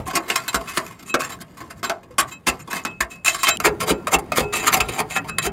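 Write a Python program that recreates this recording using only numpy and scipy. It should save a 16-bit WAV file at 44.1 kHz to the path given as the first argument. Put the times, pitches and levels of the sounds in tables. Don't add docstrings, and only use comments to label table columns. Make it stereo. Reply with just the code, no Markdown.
import sys
import numpy as np
from scipy import signal
from scipy.io import wavfile
from scipy.ndimage import uniform_filter1d

SR = 44100
rng = np.random.default_rng(int(sys.argv[2]) if len(sys.argv) > 2 else 0)


def waveform_to_disk(signal):
    frames = np.transpose(np.atleast_2d(signal))
    scaled = np.clip(frames, -1, 1) * 32767
    samples = np.round(scaled).astype(np.int16)
    wavfile.write(sys.argv[1], SR, samples)


def natural_amplitude(level_db):
    exponent = np.asarray(level_db, float) / 20
    return 10 ** exponent


N = 243431
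T = np.arange(N) / SR
HZ = np.fft.rfftfreq(N, 1 / SR)
SCENE_CHANGE_S, UNDER_VIEW_S = 3.564, 3.599

# time_s, force_db
DRAG = [(0, -51), (0.05, -84), (0.249, -48), (0.84, -50), (0.949, -81), (1.66, -57), (1.78, -72.5),
        (2.42, -69), (2.82, -60.5), (2.97, -67), (3.22, -70), (3.4, -45), (3.58, -48), (3.77, -61),
        (4.5, -62), (4.641, -36), (5.07, -60.5), (5.52, -77)]
# start_s, force_db, fall_ms (per 6 dB), fizz_db, body_db
STRIKES = [(0.155, -17, 7, 4.5, -31), (0.301, -17.5, 7, -5, 4.5), (0.358, -19.5, 12, 2.5, -19),
           (0.481, -23, 8.5, 3.5, -19), (0.545, -18.5, 8, 5.5, 5), (0.773, -15.5, 7, -2.5, 6),
           (1.142, -23.5, 5, -9, 9.5), (1.83, -29.5, 30, -6, 4), (1.897, -22, 4, -20, 9.5),
           (2.183, -12, 11.5, -0.5, -6.5), (2.468, -33, 30.5, -2.5, 3), (2.733, -19.5, 2, -4, 6),
           (2.851, -28, 10.5, -6, 10), (3.006, -17, 9, 0, 0), (3.248, -22, 2, 4.5, -28),
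           (3.28, -15, 7, 1.5, -13), (4.187, -31.5, 5, 7, -15), (3.433, -15, 8, 1.5, -18),
           (3.602, -24.5, 7, 0, -1.5), (4.071, -22.5, 8.5, -3.5, -33), (3.26, -20, 11, 6.5, -24),
           (4.32, -19, 6, -9, -10), (4.805, -18, 5, 4, -3), (5.385, -18, 2, 6, -1)]
# peak_s, force_db, rise_ms (per 6 dB), fizz_db, body_db
SHOVES = [(0.083, -33, 12, 1, 7), (0.111, -28, 9.5, -15, -34), (0.174, -19.5, 18, -11, -18),
          (1.213, -22.5, 12, -5, -25), (1.848, -19, 8.5, -7.5, -31), (2.201, -17, 10, 0, -36),
          (2.472, -15, 4, -6.5, -17), (2.49, -19, 12, 1.5, 5), (3.47, -14, 0.5, -24, -3),
          (3.492, -16, 12, 1, -22), (3.67, -19, 21.5, -4, 2.5), (3.812, -19, 6.5, -5.5, -24),
          (3.834, -24, 17, -6, -1.5), (3.882, -23, 12, -2.5, 0), (3.91, -16.5, 19.5, -1.5, -3),
          (4.145, -18.5, 18, 3, 5), (4.381, -16, 16, 0, -5.5), (4.574, -29, 21, 7, 1),
          (4.68, -15.5, 12.5, 1.5, -11), (4.745, -18.5, 15, 5, -1), (4.773, -24, 7, 3.5, 5.5),
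          (5.004, -22, 18, -2.5, 4), (5.166, -23, 7.5, -3, 2.5), (5.466, -24, 25, 3.5, 3.5)]
# peak_s, force_db, rise_ms, fall_ms (per 6 dB)
SKIMS = [(0.285, -32, 4.6, 50), (0.531, -31, 1, 15), (0.701, -32.5, 22.5, 20), (0.766, -31.5, 19, 20),
         (0.869, -42.5, 15, 46), (0.998, -42.5, 8, 8), (1.032, -41.5, 6, 3), (1.103, -42.5, 36, 7),
         (1.256, -33.5, 43, 8), (1.28, -46, 3, 3), (1.302, -32.5, 9, 11), (1.322, -37, 1.8, 16.5),
         (1.422, -33, 12, 3), (1.572, -40.5, 1.4, 16), (1.708, -37, 5.3, 9), (1.798, -49, 28, 8),
         (2.295, -44, 20, 8), (2.329, -42.5, 21, 10), (2.606, -44, 12, 6), (2.713, -30.5, 8.7, 16),
         (2.75, -30.5, 16, 22), (3.16, -54, 13, 11.5), (2.769, -28, 11, 10.5), (3.116, -45.5, 13, 24),
         (3.307, -32, 4.4, 30), (3.4, -43, 24, 30), (3.347, -23, 1.3, 7), (3.652, -15.5, 7.5, 10.5),
         (4.397, -22.5, 5.9, 10.5), (4.538, -24.5, 8.1, 8.5), (4.596, -33, 22, 7), (4.89, -29.5, 4.3, 9.5),
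         (4.937, -36.5, 17, 34), (5.113, -39, 12.7, 32), (5.297, -31, 14, 2)]
# start_s, force_db, fall_ms (per 6 dB)
CLODS = [(0.065, -39, 13), (0.137, -32, 31), (0.612, -37, -4), (1.278, -39.5, 2.5), (1.606, -39, 14),
         (2.032, -48.5, 8.5), (2.11, -52, 13), (2.677, -38, 10), (3.802, -40, 33), (4.41, -38.5, 16.5),
         (4.525, -55, 13), (5.245, -43.5, 16.5), (5.44, -63, 5)]
# pitch_hz, density_db (per Hz)
GRIT_COLOUR = [(59, -42.5), (100, -0.5), (368, 2.5), (529, -19), (1000, 8), (5200, -13), (7170, -19),
               (15100, -17)]
# pitch_hz, width_hz, level_db
PRESSED_BLADE = [(670, 26, -6.5), (1385, 45, -5), (1060, 70, -6), (2190, 80, -6), (2700, 90, -1),
                 (4600, 90, -8), (3950, 90, -4), (6890, 300, -7.5), (7517, 49, -6), (8410, 60, -16),
                 (9786, 250, -4.5), (11730, 120, -9.5)]
# pitch_hz, width_hz, level_db
PAN_SIDE = [(181, 94, -9), (320.3, 67, -7), (424, 105, -14), (810, 180, -9)]
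# pitch_hz, width_hz, level_db
PAN_UNDER = [(182, 34, -7.5), (280, 104, -5), (410, 57, -3), (610, 46, -8), (760, 72, -4.5)]
# pitch_hz, level_db
HUM_COLOUR = [(15, -45), (25, 10), (153, 18), (2000, -10.5), (2610, -17.5), (4870, -29.5), (7110, -29.5),
              (12200, -33)]
# time_s, level_db
HUM_LEVEL = [(0, -21), (.08, -43), (3.5, -47), (3.6, -33), (5.52, -38)]
# start_s, end_s, middle_db, upper_db, high_db
CHATTER = [(0.057, 0.148, -51, -61, -52), (0.39, 0.468, -58, -65, -61), (1.061, 1.104, -49, -61, -46.5),
           (1.2, 1.272, -39.5, -58, -50), (2.589, 2.627, -57, -66, -55.5), (2.701, 2.795, -41, -59, -47),
           (3.103, 3.132, -49, -64, -50), (3.25, 3.299, -27, -31.5, -27), (3.301, 3.345, -44, -40, -38),
           (3.347, 3.388, -57, -43.5, -50), (3.389, 3.432, -50, -42, -40.5),
           (3.434, 3.499, -26.5, -29.5, -33), (4.529, 4.56, -29, -35, -35), (4.568, 4.607, -32.5, -40, -37),
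           (4.612, 4.664, -45.5, -53, -42), (4.887, 4.923, -45, -47.5, -50), (4.925, 4.993, -51, -53, -44),
           (5.101, 5.131, -38, -47.5, -39), (5.139, 5.181, -40, -48, -38.5),
           (5.421, 5.469, -39, -38.5, -38)]
# pitch_hz, width_hz, level_db
SINGING = [
    [(2596, 29, -1.5), (1886, 40, -10)],
    [(3110, 31, -3.5), (3925, 73, -2), (4550, 60, -13), (5340, 46, -14.5)],
    [(6270, 69, -15), (6965, 56, -5), (7350, 50, -7), (8260, 61, -10), (9740, 90, -11), (12200, 96, -13)],
]
# start_s, peak_db, pitch_hz, t60_s
KNOCKS = [(0.08, -23.5, 760, 0.13), (0.17, -24, 331, 0.21), (1.145, -21.5, 297, 0.076),
          (1.9, -19, 679, 0.21), (0.55, -26.5, 670, 0.28), (3.49, -18, 693, 0.11), (2.105, -34, 500, 0.11),
          (3.65, -16, 392.5, .12), (3.7, -25.5, 410, 0.4), (3.912, -7, 310, .05), (4.125, -22, 610, .08),
          (4.15, -22, 327, .08), (4.385, -15, 410, 0.13), (4.45, -23.5, 413, 0.47),
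          (4.755, -15.5, 760, 0.18), (5.0, -20, 845, 0.059), (5.165, -18, 760, .1), (5.2, -28, 280, 0.18),
          (5.47, -14, 399, 0.099)]
# start_s, peak_db, pitch_hz
SNAPS = [(0.11, -17, 1500), (0.154, -12, 3000), (0.301, -14, 2570), (0.481, -13.5, 1500),
         (0.546, -19, 1390), (0.865, -18, 2510), (1.03, -32, 2980), (1.142, -12, 2630), (1.2, -16, 2620),
         (1.22, -11, 1520), (1.39, -33, 1540), (1.831, -15, 1330), (2.469, -10, 2640), (2.71, -26, 1060),
         (2.731, -7.5, 1700), (2.838, -29, 6960), (2.185, -13, 760), (2.48, -14, 706), (3.01, -10, 6900),
         (4.32, -11, 1270), (0.176, -13, 1000), (2.851, -7.5, 1400), (3.248, -19, 2550), (3.26, -4, 2630),
         (3.345, -18, 3100), (3.433, -9.5, 2810), (3.477, -12, 2000), (3.493, -5, 6840), (3.602, -13, 1350),
         (3.647, -9.5, 1150), (3.809, -18, 1400), (3.878, -20, 1920), (4.127, -13, 1300), (4.376, -7, 1390),
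         (4.526, -22, 2000), (4.541, -10, 2550), (4.56, -18, 870), (4.572, -19, 2600), (4.596, -29, 2530),
         (4.628, -29, 1210), (4.671, -5, 1890), (4.683, -11, 2380), (4.73, -13, 2330), (4.742, -3.5, 2780),
         (4.773, -16, 4970), (4.803, -5, 2600), (4.888, -20, 2580), (4.937, -20, 6960), (4.987, -18, 910),
         (5.003, -13.5, 900), (5.109, -17, 2520), (5.164, -12, 760), (5.243, -39, 3060),
         (5.384, -12.5, 1930)]
# start_s, pitch_hz, level_db
BITES = [(0.302, 2800, 0.5), (0.482, 3970, 3.5), (0.545, 1430, -2.5), (1.15, 540, 13.5), (1.145, 2230, 4),
         (1.141, 1360, 15.5), (1.145, 680, 11.5), (1.898, 1343, 12.5), (1.897, 740, 7), (2.188, 1490, -3.5),
         (2.48, 2660, 6.5), (2.851, 1070, 8.5), (2.851, 1810, 4), (3.006, 1770, -1.5), (3.259, 2590, 7),
         (2.9, 3070, 7), (3.478, 780, -5), (3.907, 310, 3.5), (4.07, 1270, -3), (4.072, 640, -2.5),
         (4.14, 2660, 5.5), (3.5, 1430, -2), (4.321, 610, -2), (4.319, 2560, -7), (4.383, 347, 5.5),
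         (4.745, 730, -4.5), (4.8, 2590, 6.5), (5.165, 1810, 8), (5.17, 1030, 7), (5.384, 1720, 4.5)]
# start_s, stop_s, low_db, middle_db, high_db
RINGS = [(0.304, 0.38, -49, -37, -39), (0.361, 0.42, -37, -48, -35.5), (0.489, 0.5, -45, -36, -33),
         (0.552, 0.57, -30.5, -54, -36), (0.682, 0.72, -52, -39, -53), (1.102, 1.186, -72, -32.5, -44.5),
         (1.325, 1.342, -72, -52, -43), (1.851, 1.953, -43, -49, -37.5), (2.323, 2.376, -67, -41.5, -45),
         (2.865, 2.99, -55, -35, -50), (3.117, 3.23, -70, -42, -52), (3.301, 3.297, -58, -46, -37),
         (3.409, 3.437, -56, -43, -41), (3.51, 3.575, -44, -32, -26.5), (3.947, 4.043, -46, -53, -57),
         (4.435, 4.53, -45, -37, -58), (4.561, 4.544, -50, -29, -46), (4.822, 4.92, -39, -61, -61),
         (5.162, 5.197, -33, -28.5, -52), (5.297, 5.385, -61, -36, -52), (5.391, 5.401, -50, -28, -34)]
# pitch_hz, t60_s, left_lead_rad
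FREE_MODES = [(1378, .45, .3), (2582, .38, .9), (3928, .15, 1.2), (7385, .15, 1.2), (3130, .15, 1.)]
HIGH_SHARES_DB = [-1.5, 2, -5]
# start_s, level_db
THUDS = [(0.556, -37), (1.133, -56), (1.885, -54), (2.214, -48), (2.482, -40), (3.011, -39), (3.676, -36),
         (3.909, -36), (4.152, -33.5), (4.404, -38), (4.807, -36), (5.46, -38)]
# pitch_hz, t60_s
TAIL = [(150, 0.3), (500, 0.24), (1500, 0.14), (4000, 0.05), (12000, 0.03)]
# pitch_hz, likeness (0 to 1)
LIKENESS = [(100, 0.26), (600, 0.99), (1500, 0.43), (5000, 0.14), (12000, 0.15)]
# pitch_hz, level_db
BALANCE = [(100, -10), (380, 5), (700, 0.5), (2000, 8), (4400, -0.5), (8100, -4), (14000, 2.5)]
# start_s, lag_samples
LEFT_LAG = [(0, -7), (4.03, 22), (4.5, 2)]


def evened(x):
    return x / np.sqrt(np.mean(x ** 2) + 1e-20)


def read(points, hz):
    f, value = np.transpose(points)
    return np.interp(np.log(hz + 1), np.log(f + 1), value)


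def colour(gain):
    log = np.log(np.maximum(gain, 1e-5))
    log = np.concatenate([log, log[-2:0:-1]])
    spectrum = np.exp(log - 1j * signal.hilbert(log).imag)
    taps = np.fft.ifft(spectrum).real[:1024]
    return taps / np.linalg.norm(taps)


def resonances(x, modes, feed=None):
    out = 0
    for k, (hz, width, db) in enumerate(modes):
        r = np.exp(-np.pi * width / SR)
        fed = x if feed is None else x * feed[k]
        ring = signal.lfilter([1, 0, -1], [1, -2 * r * np.cos(2 * np.pi * hz / SR), r * r], fed)
        out = out + (-1) ** k * natural_amplitude(db) * np.sqrt((1 - r * r) / 2) * ring
    return out


def jabs():
    strikes = [(s, db, 0.8, fall, fizz, body) for s, db, fall, fizz, body in STRIKES]
    shoves = [(s, db, rise, 5.34, fizz, body) for s, db, rise, fizz, body in SHOVES]
    skims = [(*row, -0.5, 0) for row in SKIMS]
    clods = [(s, db, 2.5, fall, -5, 12) for s, db, fall in CLODS]
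    return strikes + shoves + skims + clods


def strokes():
    s, drag_db = np.transpose(DRAG)
    power = np.array([natural_amplitude(2 * np.interp(T, s, drag_db + d)) for d in (4, 0, 9)])
    for s, db, rise, fall, fizz_db, body_db in jabs():
        part = slice(max(round((s - .12) * SR), 0), round((s + .2) * SR))
        ms = (T[part] - s) * 1000
        swell = (np.minimum(ms, 0) / np.hypot(rise, .4)) ** 2
        fade = np.maximum(ms, 0) / np.hypot(fall, .4)
        crack = np.exp(-(rise / 2) ** 2) * (ms >= 0) * natural_amplitude(-4 * abs(ms))
        for k, (d, linger) in enumerate([(0, 1), (fizz_db, .8), (body_db, 1.2)]):
            shape_db = db + d - 7.0 * swell - 6 * fade / linger
            power[k, part] += natural_amplitude(2 * shape_db) * (1 + 1.1 * crack * (k != 1))
    return np.sqrt(power)


def slips(per_s=3500, spread_db=3.5, hiss=0.52):
    size = natural_amplitude(spread_db * np.minimum(rng.exponential(1, N), 3))
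    size = size * (rng.random(N) < per_s / SR)
    clumps = natural_amplitude(2.33 * evened(uniform_filter1d(rng.standard_normal(N), size=90)))
    signs = np.tanh(rng.standard_normal((2, N)))
    return evened(clumps * (evened(size * signs) + hiss * rng.standard_normal((2, N))))


def wander(count, depth_db=5.5):
    per_s = 25
    steps = 2 * np.tanh(rng.standard_normal((count, int(N / SR * per_s) + 2)) / 2)
    return natural_amplitude(depth_db * np.array([np.interp(T * per_s, np.arange(len(v)), v) for v in steps]))


def crust(x, depth_db=3.5):
    z = signal.stft(x, nperseg=256, noverlap=192)[2]
    field = rng.standard_normal(z.shape[1:][::-1]).T
    field = uniform_filter1d(field, size=5, axis=0)
    field = evened(uniform_filter1d(field, size=18, axis=1))
    return signal.istft(z * natural_amplitude(depth_db * field), nperseg=256, noverlap=192)[1][:, :N]


def sheet(middle, fizz, count=36):
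    places = np.geomspace(1850, 14000, count) * rng.uniform(.96, 1.04, count)
    feed = wander(count, depth_db=5.)
    out = 0
    for hz, gain in zip(places, feed):
        push = fizz if hz > 5000 else middle
        out = out + resonances(push * gain, [(hz, 90, -17 - 2. * np.log2(hz / 2000))])
    return out


def scrape():
    force, drive = strokes(), slips()
    middle, fizz, body = force[:, None] * drive
    hz = np.fft.rfftfreq(4096, 1 / SR)
    low = 1 / (1 + (hz / 850) ** 6) / (1 + (200 / (hz + 1)) ** 4)
    high = 1 / (1 + (5600 / (hz + 1)) ** 4)
    mid = (1 - high) / (1 + (720 / (hz + 1)) ** 6)
    grit = natural_amplitude(read(GRIT_COLOUR, hz))
    dirt_mid, dirt_fizz, dirt_body = [
        signal.oaconvolve(push, colour(grit * np.sqrt(share))[None])[:, :N]
        for push, share in zip((middle, fizz, body), (mid, high, low))]
    dirt = crust(natural_amplitude(-1.0) * dirt_mid + natural_amplitude(-8.5) * dirt_fizz) + natural_amplitude(-4.0) * dirt_body

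    blade = resonances(middle, PRESSED_BLADE[1:7], wander(6))
    blade = blade + natural_amplitude(5.5) * resonances(fizz, PRESSED_BLADE[7:], wander(5))
    side_view = T < SCENE_CHANGE_S
    pan = resonances(body * side_view, PAN_SIDE, wander(4))
    pan = pan + resonances(body * ~side_view, PAN_UNDER, wander(5))
    firm = force[0] ** 2 / (force[0] + natural_amplitude(-54))
    blade_low = resonances(firm * drive * side_view * natural_amplitude(-1.5 * T), PRESSED_BLADE[:1], wander(1))
    return dirt + natural_amplitude(-9) * blade + blade_low + natural_amplitude(-5.0) * pan + bites(middle) + sheet(middle, fizz)


def hum():
    frames, hz = N // 512 + 5, np.fft.rfftfreq(2048, 1 / SR)
    a, b, c, d, patches = rng.standard_normal((frames, 1025, 5)).T
    patches = uniform_filter1d(patches, size=6, axis=0)
    patches = evened(uniform_filter1d(patches, size=8, axis=1))
    left, other = a + 1j * b, c + 1j * d
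    z = np.array([left, .6 * left + .8 * other])
    z *= natural_amplitude(3.2 * patches)
    z *= natural_amplitude(read(HUM_COLOUR, hz)[:, None])
    rumble = evened(signal.istft(z, nperseg=2048, noverlap=1536)[1][:, :N])
    return natural_amplitude(np.interp(T, *np.transpose(HUM_LEVEL))) * rumble


def chatter():
    out = np.zeros((2, N))
    for s, end, *levels_db in CHATTER:
        part = slice(round((s - .01) * SR), round((end + .06) * SR))
        t = T[part]
        taps = rng.standard_normal((2, len(t))) * (.5 + 3 * (rng.random(len(t)) < .02))
        taps *= np.clip(np.minimum(1 + (t - s) / .004, 1 + (end - t) / .008), 0, 1)
        for db, modes in zip(levels_db, SINGING):
            out[:, part] += natural_amplitude(db + 9.5) * resonances(taps, modes)
    return out


def knocks():
    out, t = np.zeros(N + SR), np.arange(SR // 3) / SR
    rise = 1 - np.exp(-t / .002)
    for s, db, hz, t60 in KNOCKS:
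        out[round(s * SR):][:len(t)] += natural_amplitude(db - 60 * t / t60) * rise * np.sin(2 * np.pi * hz * t)
    return natural_amplitude(np.array([[2.], [-2.5]])) * out[:N]


def snaps(t60_s=.014):
    out, t = np.zeros(N + SR), np.arange(SR // 20) / SR
    grit = rng.standard_normal((len(SNAPS), len(t)))
    for (s, db, hz), noise in zip(SNAPS, grit):
        click = 0.64 * noise * np.exp(-t / 0.00095)
        ring = np.sin(2 * np.pi * hz * t)
        out[round(s * SR):][:len(t)] += natural_amplitude(db - 3.5 - 60 * t / t60_s) * (ring + click)
    return out[:N]


def bites(force):
    out = np.zeros((2, N))
    for s, hz, db in BITES:
        part = slice(round((s - .012) * SR), round((s + .1) * SR))
        t = T[part] - s
        held = force[:, part] * np.clip((.035 - t) / 0.017, 0, 1) * np.clip(1 + t / 0.0022, 0, 1)
        out[:, part] += resonances(held, [(hz, 150, db)])
    return out


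def rings():
    out = np.zeros((2, N))
    phases = rng.uniform(0, 2 * np.pi, (len(RINGS), len(FREE_MODES)))
    for (s, stop, low_db, middle_db, high_db), phase in zip(RINGS, phases):
        part = slice(round((s - .01) * SR), round((stop + .04) * SR))
        t = T[part] - s
        gate = np.clip(1 + t / .01, 0, 1) * natural_amplitude(-800 * np.maximum(t + s - stop, 0))
        levels_db = [low_db, middle_db, *np.add(high_db, HIGH_SHARES_DB)]
        for (hz, t60, lead), db, p in zip(FREE_MODES, levels_db, phase):
            tone = np.sin(2 * np.pi * hz * t + p + np.array([[lead], [0]]))
            out[:, part] += gate * natural_amplitude(db + 7.5 - 60 * t / t60) * tone
    return out


def thuds(hz=57, t60_s=.12):
    out, t = np.zeros(N + SR), np.arange(SR // 5) / SR
    rock = (1 - np.exp(-t / 0.028)) * np.sin(2 * np.pi * hz * t)
    for s, db in THUDS:
        out[round(s * SR):][:len(t)] += natural_amplitude(db + 20.5 - 60 * t / t60_s) * rock
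    return np.array([natural_amplitude(4.5) * out[:N], natural_amplitude(6.5) * out[110:N + 110]])


def scene_change_tick():
    t = T - 3.572
    noise = np.diff(uniform_filter1d(rng.standard_normal(N + 1), size=3))
    tone = 0.78 * np.sin(2 * np.pi * 3000 * t)
    return natural_amplitude(-17.0) * np.exp(-(t / 0.0011) ** 2) * (tone + 1.2 * noise)


def tail(x):
    hz, t, z = signal.stft(rng.standard_normal(SR // 2), SR, nperseg=256)
    taps = signal.istft(z * natural_amplitude(-60 * t / read(TAIL, hz)[:, None]), SR, nperseg=256)[1]
    return signal.fftconvolve(x, taps[None] / np.linalg.norm(taps), axes=1)[:, :N]


def two_microphones(pair):
    a, b = np.fft.rfft(pair)
    same = np.clip(read(LIKENESS, HZ), 0, 1)
    tilt = natural_amplitude(read(BALANCE, HZ) / 2)
    bass = 1 / (1 + (HZ / 1700) ** 6)
    low = np.fft.irfft(a * tilt * bass, N)
    high = np.fft.irfft(a * tilt * (1 - bass), N)
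    right = np.fft.irfft((same * a + np.sqrt(1 - same ** 2) * b) / tilt, N)
    s, lag = np.transpose(LEFT_LAG)
    shifted = np.arange(N) - lag[np.searchsorted(s, T, "right") - 1].astype(int)
    return np.array([low + high[np.clip(shifted, 0, N - 1)], right])


def scene():
    first = T < SCENE_CHANGE_S
    sounding = first | (T >= UNDER_VIEW_S)
    near = (scrape() + chatter() + snaps()) * sounding
    free = rings() * sounding
    wet = tail(near * first) * first + tail(near * ~first)
    close = two_microphones(near + natural_amplitude(-8) * wet)
    return close + free + knocks() + thuds() + hum() + scene_change_tick()


def band_limit(x):
    return signal.sosfilt(signal.butter(12, 16830, fs=SR, output="sos"), x)


def record(dry):
    dry = signal.sosfilt(signal.butter(2, 42, "highpass", fs=SR, output="sos"), dry)
    squeezed = dry / (1 + (dry / .88) ** 4) ** .25
    limit = signal.firwin(255, 15850, window=("kaiser", 9), fs=SR)
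    mix = signal.oaconvolve(squeezed, limit[None], "same")
    return band_limit(mix)


dry = scene()
out = record(dry)
waveform_to_disk(out)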